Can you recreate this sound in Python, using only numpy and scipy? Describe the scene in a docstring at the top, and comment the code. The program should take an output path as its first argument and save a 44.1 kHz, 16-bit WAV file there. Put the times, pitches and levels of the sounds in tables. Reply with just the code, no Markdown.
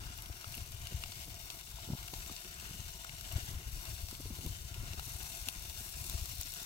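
"""Sausages sizzle on a foil tray over an open fire, outdoors, close by and a little to the left.
From the start, tiny steam bubbles burst in the fat and ring the foil; now and then a big one pops.
Below, fat feeds the flames, which rumble, puff and flap, and the fuel cracks. The biggest flare
whooshes up at 1.9 s, the strongest puff comes at 3.4 s. From 5 s the fat boils hardest,
with the loudest pop at 5.5 s."""
import sys
import numpy as np
from scipy import signal
from scipy.fft import rfft, irfft, next_fast_len
from scipy.io import wavfile
from scipy.ndimage import uniform_filter1d, map_coordinates

SR = 44100
rng = np.random.default_rng(int(sys.argv[2]) if len(sys.argv) > 2 else 0)


def wav_out(sig):
    """Save sig, one row per channel (or a flat mono array), as 16-bit PCM at SR to the path in sys.argv[1]."""
    wavfile.write(sys.argv[1], SR, np.round(np.clip(np.atleast_2d(sig).T, -1, 1) * 32767).astype(np.int16))


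N = 293265

# how hard the fat boils: time_s, level_db
BOIL_CURVE = [(0.0, -58.5), (0.56, -54), (0.7, -56.5), (0.84, -55.5), (1.4, -55), (1.82, -56),
              (2.04, -53.5), (2.5, -53.5), (3.12, -56), (3.36, -52), (3.49, -51.5), (3.54, -56),
              (3.63, -56), (3.8, -52), (4.3, -53.5), (4.48, -52.5), (4.7, -57), (4.96, -55), (5.05, -51),
              (5.3, -50.5), (5.58, -52), (5.8, -50.5), (6.42, -51), (6.54, -50.5), (6.64, -51)]
# strength of the fire: time_s, level_db
FIRE_CURVE = [(0.0, -46), (0.22, -52), (1.1, -47), (1.42, -47.5), (1.54, -55.5), (1.96, -52), (2.25, -49),
              (2.44, -56), (2.74, -45.5), (3.0, -56), (3.38, -45), (3.85, -47.5), (4.22, -49.5),
              (4.48, -48), (5.2, -47.5), (5.3, -52.5), (5.62, -50), (6.05, -48), (6.32, -48.5), (6.64, -51)]
# resonances of the tray's middle and the gap under it: centre_hz, width_hz, lift_db
TRAY_MODES = [(685.3, 175, 18), (800, 50, -6.5), (880, 78, 9), (1017, 80, 8), (1414, 520, 8.5),
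              (1754, 170, -7), (2180, 60, 5.5), (2820, 400, 11.5), (3590, 370, 6), (4400, 77, 0),
              (6180, 330, 3), (7420, 520, 10), (8840, 860, 11.5), (9640, 350, 12)]
# resonances of the thin foil where the fat runs: centre_hz, width_hz, lift_db
FOIL_MODES = [(2570, 260, 8.5), (3660, 350, 9), (4140, 370, 4), (4430, 370, 4.5), (5620, 580, 8.5),
              (6440, 400, 4), (7480, 1000, 5.5), (9200, 1300, 5), (10300, 330, 4.5), (11650, 400, 5),
              (12600, 600, 1.5), (13900, 220, 1), (14500, 440, 2)]
# spectrum of fine bubbles: freq_hz, level_db
FIZZ_SPECTRUM = [(800, -37), (2500, -9), (4500, -3.5), (7000, -3.5), (10500, -4), (13000, 1), (15800, 0.5)]
RISE_SHARE = 0.21  # a pop's attack over its length
TOP_HZ = 15850


def sizzle():
    """Coarse bubbles simmer under the sausages, fine ones fizz on the hot foil, both in spurts."""
    # how hard the juice simmers: time_s, level_db
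    juice_curve = [(0.0, -51.5), (0.27, -54.5), (0.55, -52.5), (0.72, -56), (0.95, -51.5), (1.4, -56),
                   (1.6, -54), (2.1, -52.5), (2.5, -52.5), (2.8, -52.5), (3.15, -51.5), (3.42, -51),
                   (3.65, -55.5), (4.6, -53.5), (4.92, -52), (5.5, -52), (6.64, -50.5)]
    # coarse bubbles: freq_hz, level_db
    simmer_spectrum = [(200, -49), (450, -13.5), (700, -10.5), (1200, -10), (1750, 5), (2300, -1),
                       (4000, 1.5), (6000, 2), (8500, -8.5), (15000, -24)]
    spurts_db = .5 * wobble(40)
    simmer_db = -51 + swing(juice_curve) + 0.23 * wobble(24) + spurts_db
    fizz_db = -47 + 1.31 * swing(BOIL_CURVE) + 0.59 * wobble(6.6) + spurts_db
    simmer = bubbles(simmer_spectrum, TRAY_MODES, 1200, spread_db=8.5, scatter_s=0.0092, alike_hz=2200)
    fizz = bubbles(FIZZ_SPECTRUM, FOIL_MODES, 2000, spread_db=4.0, scatter_s=0.002, alike_hz=1980)
    simmer = wander(simmer, patchy_db=2.26)
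    fizz = wander(fizz, patchy_db=1.6) + amp(-12) * spits()
    return amp(simmer_db) * simmer + amp(fizz_db) * fizz


def bubbles(spectrum, modes, per_second, spread_db, scatter_s, alike_hz):
    """Random bursts of uneven size, each a brief scatter off the crinkled foil."""
    size = amp(spread_db * np.minimum(rng.standard_normal(N), 2.4))
    bursts = (rng.random(N) < per_second / SR) * size
    t = np.arange(SR // 20) / SR
    energy = np.abs(signal.fftconvolve(bursts ** 2, np.exp(-t / scatter_s))[:N])
    left, diffuse = np.sqrt(energy) * rng.standard_normal((2, N))
    # long waves scatter alike to both sides, short ones do not
    alike = lambda hz: .2 + .8 / (1 + (hz / alike_hz) ** 2)
    right = filtered(left, alike) + filtered(diffuse, lambda hz: np.sqrt(np.abs(1 - alike(hz) ** 2)))
    return unit(ring(np.array([left, right]), spectrum, modes))


def wander(x, patchy_db):
    """The bubbling shifts from spot to spot, so single resonances come and go."""
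    spectra = signal.stft(x, nperseg=512)[2]
    patches = uniform_filter1d(rng.standard_normal(spectra.shape[1:]), size=3, axis=0)
    patches = uniform_filter1d(patches, size=60, axis=1)
    spectra *= amp(patchy_db * unit(patches))
    return unit(signal.istft(spectra, nperseg=512)[1][:, :N])


def spits(centre_hz=10000, spread_db=4.5, cycles=4.2, count=360):
    """Droplets spit off the foil, each a tick of a few cycles at its own pitch."""
    track, t = np.zeros((2, N)), np.arange(SR // 200) / SR
    starts_s = rng.random(count) * N / SR
    draws = np.clip(rng.standard_normal((count, 3)), -2, 2)
    for start_s, (pitch, size, turn) in zip(starts_s, draws):
        hz = min(centre_hz * np.exp(.23 * pitch), TOP_HZ)
        tone = np.sin(2 * np.pi * hz * t + np.array([[0], [2 * turn]]))
        add(track, start_s, amp(spread_db * size) * np.exp(-t * hz / cycles) * tone)
    return unit(ring(track, FIZZ_SPECTRUM, FOIL_MODES))


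def pops():
    """A big bubble knocks the tray into a tinny ring, spits, and snaps brightly off the foil."""
    # big bubbles: start_s, ring_db, body_db, snap_db, length_s
    big_pops = [(0.178, -70, -60, -43, .0005), (0.222, -60, -52, -42, 0.00092),
                (0.326, -56, -53, -58, .001), (0.4116, -70, -54, -46, .0005),
                (0.443, -47.5, -47, -52, 0.0024), (0.522, -57, -45, -47, .0007),
                (0.5423, -43, -52, -52, .0015), (0.551, -57, -60, -39, .0006),
                (0.568, -57, -56, -51, .0005), (0.572, -65, -59, -42, .0005),
                (0.72, -62, -50, -48, 0.00045), (0.87, -45, -42, -43, 0.0016),
                (1.037, -37, -40.5, -50, 0.0016), (1.119, -52, -42.5, -52, 0.0034),
                (1.5018, -43, -38.5, -47, 0.0015), (1.7132, -65, -53, -47, .0005),
                (2.079, -65, -58, -42, 0.00046), (2.082, -44, -46, -58, .0015),
                (2.1384, -46, -40, -54, 0.0018), (2.324, -65, -45.5, -44, 0.00056),
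                (2.364, -49, -44, -55, 0.002), (2.885, -67, -47, -56, .001), (3.045, -66, -48, -45, .0015),
                (3.094, -46.5, -46, -53, .0015), (3.21, -56, -44, -42, .0012), (3.323, -65, -58, -41, .001),
                (3.8533, -60, -46, -46, 0.0011), (4.086, -52, -45, -49, .0006),
                (4.111, -58, -44, -44, 0.0012), (4.462, -52, -48, -38, 0.0019),
                (4.9333, -45.5, -45, -50, 0.0011), (4.9956, -45, -43.5, -44, 0.0016),
                (5.4862, -36, -35, -31, 0.00083), (5.6245, -67, -55, -43, .0006),
                (5.697, -53, -46, -43, 0.0017), (5.7745, -61, -44, -52, .001),
                (6.0974, -56, -40.5, -35.5, .0006), (6.257, -60, -44, -40, .0005),
                (6.412, -57, -42, -33, .0007), (6.538, -65, -46, -38, .0006)]
    # a pop's body: freq_hz, level_db
    body_spectrum = [(200, -20), (700, -13), (1600, -4), (2300, -2.5), (2850, -3.5), (4200, 9), (6500, 0.5),
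                     (12000, -13.5)]
    # its snap: freq_hz, level_db
    snap_spectrum = [(1500, -31), (4500, -12), (7000, -0.5), (9200, -6), (11000, 5.5), (13000, 3.5),
                     (15800, 5.5)]
    track = np.zeros((2, N))
    for start_s, ring_db, body_db, snap_db, length_s in big_pops + small_pops():
        tinny = ping(length_s)
        body = crack(body_spectrum, TRAY_MODES, length_s, tail_s=0.0081, tail_db=-14)
        snap = crack(snap_spectrum, FOIL_MODES, length_s, tail_s=0.005, tail_db=-20)
        add(track, start_s, amp(ring_db) * tinny + amp(body_db) * body + amp(snap_db) * snap)
    return track


def small_pops(body_db=-52, snap_db=-51, spread_db=2.2, length_s=0.00095):
    """Rows of lesser bubbles bursting at random, snapping harder as the fat boils up."""
    return [(start_s, body_db + spread_db * size, body_db + spread_db * size,
             snap_db + 0.69 * boil_db + spread_db * snap, length_s)
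            for start_s, boil_db, size, snap in chance(BOIL_CURVE, count=26)]


def ping(length_s, spread_db=3.0, detune=0.005):
    """Tray modes build as the bubble tears and die fast, varying with the spot struck."""
    # tray modes under a pop: pitch_hz, level_db, t60_s
    modes = [(1450, -27, 0.014), (2283, -15, 0.026), (2805, 3, 0.013), (3160, -5, 0.011)]
    t = np.arange(SR // 20) / SR
    draws = rng.standard_normal((len(modes), 2))
    tone = sum(amp(db + spread_db * size - 60 * t / t60_s)
               * np.sin(2 * np.pi * hz * (1 + detune * pitch) * t)
               for (hz, db, t60_s), (size, pitch) in zip(modes, draws))
    attack = 1 - np.exp(-t / (RISE_SHARE * length_s))
    return burst_level(attack * tone)


def crack(spectrum, modes, length_s, tail_s, tail_db):
    """One bubble tears open and the foil chatters after it."""
    t = np.arange(SR // 20) / SR
    attack = 1 - np.exp(-t / (RISE_SHARE * length_s))
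    decay = np.exp(-t / length_s) + amp(tail_db) * np.exp(-t / tail_s)
    return burst_level(ring(attack * decay * rng.standard_normal((2, len(t))), spectrum, modes))


def flames():
    """The fire rumbles deeply, its tongues flutter above that, and flares whoosh up."""
    # deep turbulence: freq_hz, level_db
    rumble_spectrum = [(10, -13), (25, -2), (45, 3.5), (70, 1.5), (110, -4), (160, -12), (260, -29),
                       (600, -37.5)]
    # flame tongues: freq_hz, level_db
    flutter_spectrum = [(50, -35), (130, 12), (200, 5.5), (260, -13), (360, 5), (480, -7.5), (900, -12.5),
                        (2500, -25)]
    fire_db = swing(FIRE_CURVE)
    rumble = amp(-50 + fire_db) * roar(rumble_spectrum, gust_db=3.5, gust_hz=24, side_db=-15.5)
    flutter = amp(-65 + 0.14 * fire_db) * roar(flutter_spectrum, gust_db=5.5, gust_hz=60, side_db=-11.5)
    return rumble * amp([[2.1], [-2.6]]) + (flutter + flares()) * amp([[1], [-1]])


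def flares():
    """Flames whoosh up, each swelling and dying away evenly."""
    # flares: peak_s, length_s, level_db
    events = [(0.046, 0.22, -56), (0.595, 0.064, -57), (1.912, 0.07, -42), (2.723, 0.16, -54.5),
              (3.443, 0.19, -56), (4.3, 0.21, -58.5), (4.467, 0.13, -50.5), (4.853, 0.07, -50.5),
              (5.318, 0.067, -55.5), (6.087, 0.16, -59.5)]
    # their whoosh: freq_hz, level_db
    spectrum = [(40, -6), (90, 5.5), (140, 9.5), (200, -2), (270, -2), (370, -6), (500, -15), (900, -16),
                (2500, -59)]
    t = np.arange(N) / SR
    swell = sum(amp(db) * np.exp(-(2 * (t - peak_s) / length_s) ** 2) for peak_s, length_s, db in events)
    return swell * roar(spectrum, gust_db=4.5, gust_hz=190, side_db=-13.0)


def roar(spectrum, gust_db, gust_hz, side_db):
    """Turbulent low noise of rms 1, nearly alike left and right."""
    mid, side = unit(filtered(rng.standard_normal((2, N)), lambda hz: amp(along(spectrum, hz))))
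    side = amp(side_db) * side
    return unit(amp(gust_db * wobble(gust_hz)) * np.array([mid + side, mid - side]))


def puffs(cycles=0.57):
    """Fat vapour catches fire: a push of air and a suck, a cycle or two long."""
    # ignitions: peak_s, level_db, pitch_hz
    events = [(0.307, -34.5, 68), (.476, -42, 92), (0.622, -38, 77), (0.749, -36.5, 84), (.948, -29, 92),
              (1.934, -36, 94), (2.168, -40, 65), (2.312, -45, 85), (2.8, -35, 86), (3.336, -32.5, 81),
              (3.363, -24, 81), (3.436, -37, 64), (3.491, -33, 96.5), (3.54, -36, 82), (3.575, -35, 90),
              (3.671, -40, 66), (3.742, -32, 49.7), (3.943, -41, 66.5), (4.039, -31.5, 66),
              (4.392, -36, 82), (4.471, -32, 80), (4.507, -29.5, 76.5), (4.616, -39, 78), (4.652, -37, 73),
              (4.722, -38, 73.4), (4.803, -35, 87), (4.985, -35.5, 65), (5.072, -40, 95),
              (5.157, -36.5, 76.6), (5.702, -40, 64), (6.019, -36, 87), (6.154, -29, 67.6),
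              (6.226, -29.5, 62.5), (6.396, -33, 70.4)]
    track, t = np.zeros(N), np.arange(-SR // 20, SR // 20) / SR
    for peak_s, db, hz in events:
        envelope = np.exp(-(t * hz / cycles) ** 2)
        add(track, peak_s + t[0], -amp(db) * envelope * np.cos(2 * np.pi * hz * t))
    return track * amp([[2.3], [-4.5]])


def flaps(dip_gain_db=6.0, low_cut_hz=130, eddy_gain_db=-11.0, eddy_s=0.0081):
    """A flame tongue collapses: a pressure dip inside a brief eddy; narrower dips sound brighter."""
    # tongues snapping off: peak_s, level_db, brightness_hz
    big_flaps = [(0.301, -42.5, 180), (0.58, -45, 160), (0.923, -43, 170), (1.281, -43, 200),
                 (1.905, -40, 180), (2.135, -40, 340), (2.3, -43, 400), (2.314, -46, 220),
                 (3.256, -53, 160), (3.383, -41, 160), (3.532, -51, 150), (4.129, -44.5, 200),
                 (4.205, -43, 232), (4.258, -43, 320), (4.309, -39.5, 210), (4.391, -41, 180),
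                 (4.45, -38, 140), (4.463, -38.5, 220), (4.838, -42, 170), (4.942, -46, 180),
                 (5.484, -43.5, 130), (5.811, -46, 200), (6.142, -44, 150)]
    # eddy round a flap: freq_hz, level_db
    eddy_spectrum = [(60, -13), (140, 1), (280, 4), (400, -5), (520, -13.5), (750, -7), (1100, -26),
                     (2500, -28)]
    dips, eddies = np.zeros((2, N))
    t = np.arange(-SR // 20, SR // 20) / SR
    for peak_s, db, hz in big_flaps + small_flaps():
        add(dips, peak_s + t[0], -amp(db + dip_gain_db) / (1 + (2 * np.pi * hz * t) ** 2))
        add(eddies, peak_s + t[0], amp(db + eddy_gain_db) * np.exp(-(t / eddy_s) ** 2))
    # a small flame radiates no deep bass
    dips = filtered(dips, lambda hz: 1j * hz / (low_cut_hz + 1j * hz))
    swirl = roar(eddy_spectrum, gust_db=2.0, gust_hz=180, side_db=-9)
    return (dips + eddies * swirl) * amp([[1], [-1]])


def small_flaps(level_db=-52.5, centre_hz=135, spread_db=1.3, spread_octaves=.22):
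    """Rows of little tongues snapping off at random, harder in a strong fire."""
    return [(peak_s, level_db + 0.82 * fire_db + spread_db * size,
             centre_hz * 2 ** (spread_octaves * pitch))
            for peak_s, fire_db, size, pitch in chance(FIRE_CURVE, count=64)]


def embers(gain_db=-4.0, cycles=2.25, rough=0.23):
    """Fuel splits in the heat: a dry tock, gone within a few cycles."""
    # cracks in the fuel: start_s, level_db, pitch_hz
    events = [(0.4434, -31, 1370), (1.06, -41, 746), (1.786, -37.5, 950), (2.137, -34.5, 910),
              (2.296, -36, 1150), (3.0478, -29.5, 1450), (3.0943, -34, 2110), (4.9931, -38.5, 780),
              (4.9947, -29.5, 1430)]
    track, t = np.zeros(N), np.arange(SR // 40) / SR
    for start_s, db, hz in events:
        grit = uniform_filter1d(rng.standard_normal(len(t)), size=5)
        tock = np.sin(2 * np.pi * hz * t) + rough * grit
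        add(track, start_s, amp(db + gain_db) * tock * np.exp(-t * hz / cycles))
    return track


def draught(level_db=-63):
    """Hot air rushes through the gap under the tray."""
    # rushing air: freq_hz, level_db
    spectrum = [(150, -32), (330, 10), (500, -9), (700, -11), (1050, -1), (1500, 0), (2100, 8), (4000, -45)]
    air = rng.standard_normal(N) + amp(-16.5) * rng.standard_normal((2, N))
    return amp(level_db + 3.3 * wobble(15)) * unit(ring(air, spectrum, TRAY_MODES))


def microphones(x):
    """The right microphone faces away from the tray and hears it later and duller."""
    # right against left: freq_hz, gain_db
    shadow = [(300, -5), (1050, -1), (1450, -3), (2000, -2.5), (2450, -4.5), (2820, -23), (3200, -1.5),
              (3600, -9.5), (4900, -1), (7300, -8), (8200, -2), (9300, -23), (11000, -8), (12200, -12),
              (15500, -13.5)]
    # longer way round to the right: freq_hz, delay_s
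    lag = [(400, 0.0003), (700, 0.00018), (1100, 0.00022), (2000, 0.00028), (2600, 0.00039),
           (4000, 0.000473)]
    far_side = lambda hz: amp(along(shadow, hz)) * np.exp(-2j * np.pi * hz * along(lag, hz))
    return np.array([x[0], filtered(x[1], far_side)])


def ring(x, spectrum, modes, size=2048):
    """x coloured by a spectrum and rung through resonances, at minimum phase."""
    hz = np.fft.rfftfreq(size, 1 / SR)
    peaks_db = sum(lift_db / (1 + (2 * (hz - centre_hz) / width_hz) ** 2)
                   for centre_hz, width_hz, lift_db in modes)
    cepstrum = irfft(np.log(amp(along(spectrum, hz) + peaks_db)))
    causal = cepstrum * (1 + np.sign(np.fft.fftfreq(size)))
    response = irfft(np.exp(rfft(causal)))
    return signal.fftconvolve(x, response[None], axes=1)[:, :x.shape[1]]


def filtered(x, response):
    """x through a complex frequency response."""
    size = next_fast_len(N + SR // 2)
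    return irfft(rfft(x, size) * response(np.fft.rfftfreq(size, 1 / SR)), size)[..., :N]


def chance(curve, count):
    """Unevenly spread moments: time_s, swing_db of the curve, two clipped normal draws."""
    jitter, *draws = rng.standard_normal((count, 3)).T
    time_s = (np.arange(count) + jitter % 1) / count * (N - 1) / SR
    return zip(time_s, swing(curve)[(time_s * SR).astype(int)], *np.clip(draws, -2, 2))


def swing(curve):
    """A level curve in dB above its mean, per sample."""
    db = np.interp(np.arange(N) / SR, *np.transpose(curve))
    return db - db.mean()


def wobble(rate_hz):
    """A smooth random curve, rate_hz knots a second."""
    knots = rng.standard_normal(int(N * rate_hz / SR) + 4)
    return map_coordinates(knots, [np.arange(N) * rate_hz / SR])


def along(points, hz):
    """Rows of freq_hz, value read on a log axis."""
    freq_hz, values = np.transpose(points)
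    return np.interp(np.log(hz + 1), np.log(freq_hz + 1), values)


def add(track, start_s, sound):
    """Mix a sound into the track."""
    part = track[..., max(round(start_s * SR), 0):][..., :sound.shape[-1]]
    part += sound[..., :part.shape[-1]]


def burst_level(x):
    """x with the energy of 6 ms at rms 1."""
    return np.sqrt(.006 * SR) * x / np.linalg.norm(x, axis=-1, keepdims=True)


def unit(x):
    """x at rms 1."""
    return x / np.sqrt(np.mean(x ** 2) + 1e-20)


def amp(db):
    """Decibels to gain."""
    return 10 ** (np.asarray(db) / 20)


def scene():
    """The sizzling tray above, the fire below."""
    return microphones(sizzle() + pops() + draught() + embers()) + flames() + puffs() + flaps()


def record(dry):
    """Band limit: nothing above TOP_HZ passes."""
    return filtered(dry, lambda hz: hz < TOP_HZ)


dry = scene()
out = record(dry)
wav_out(out)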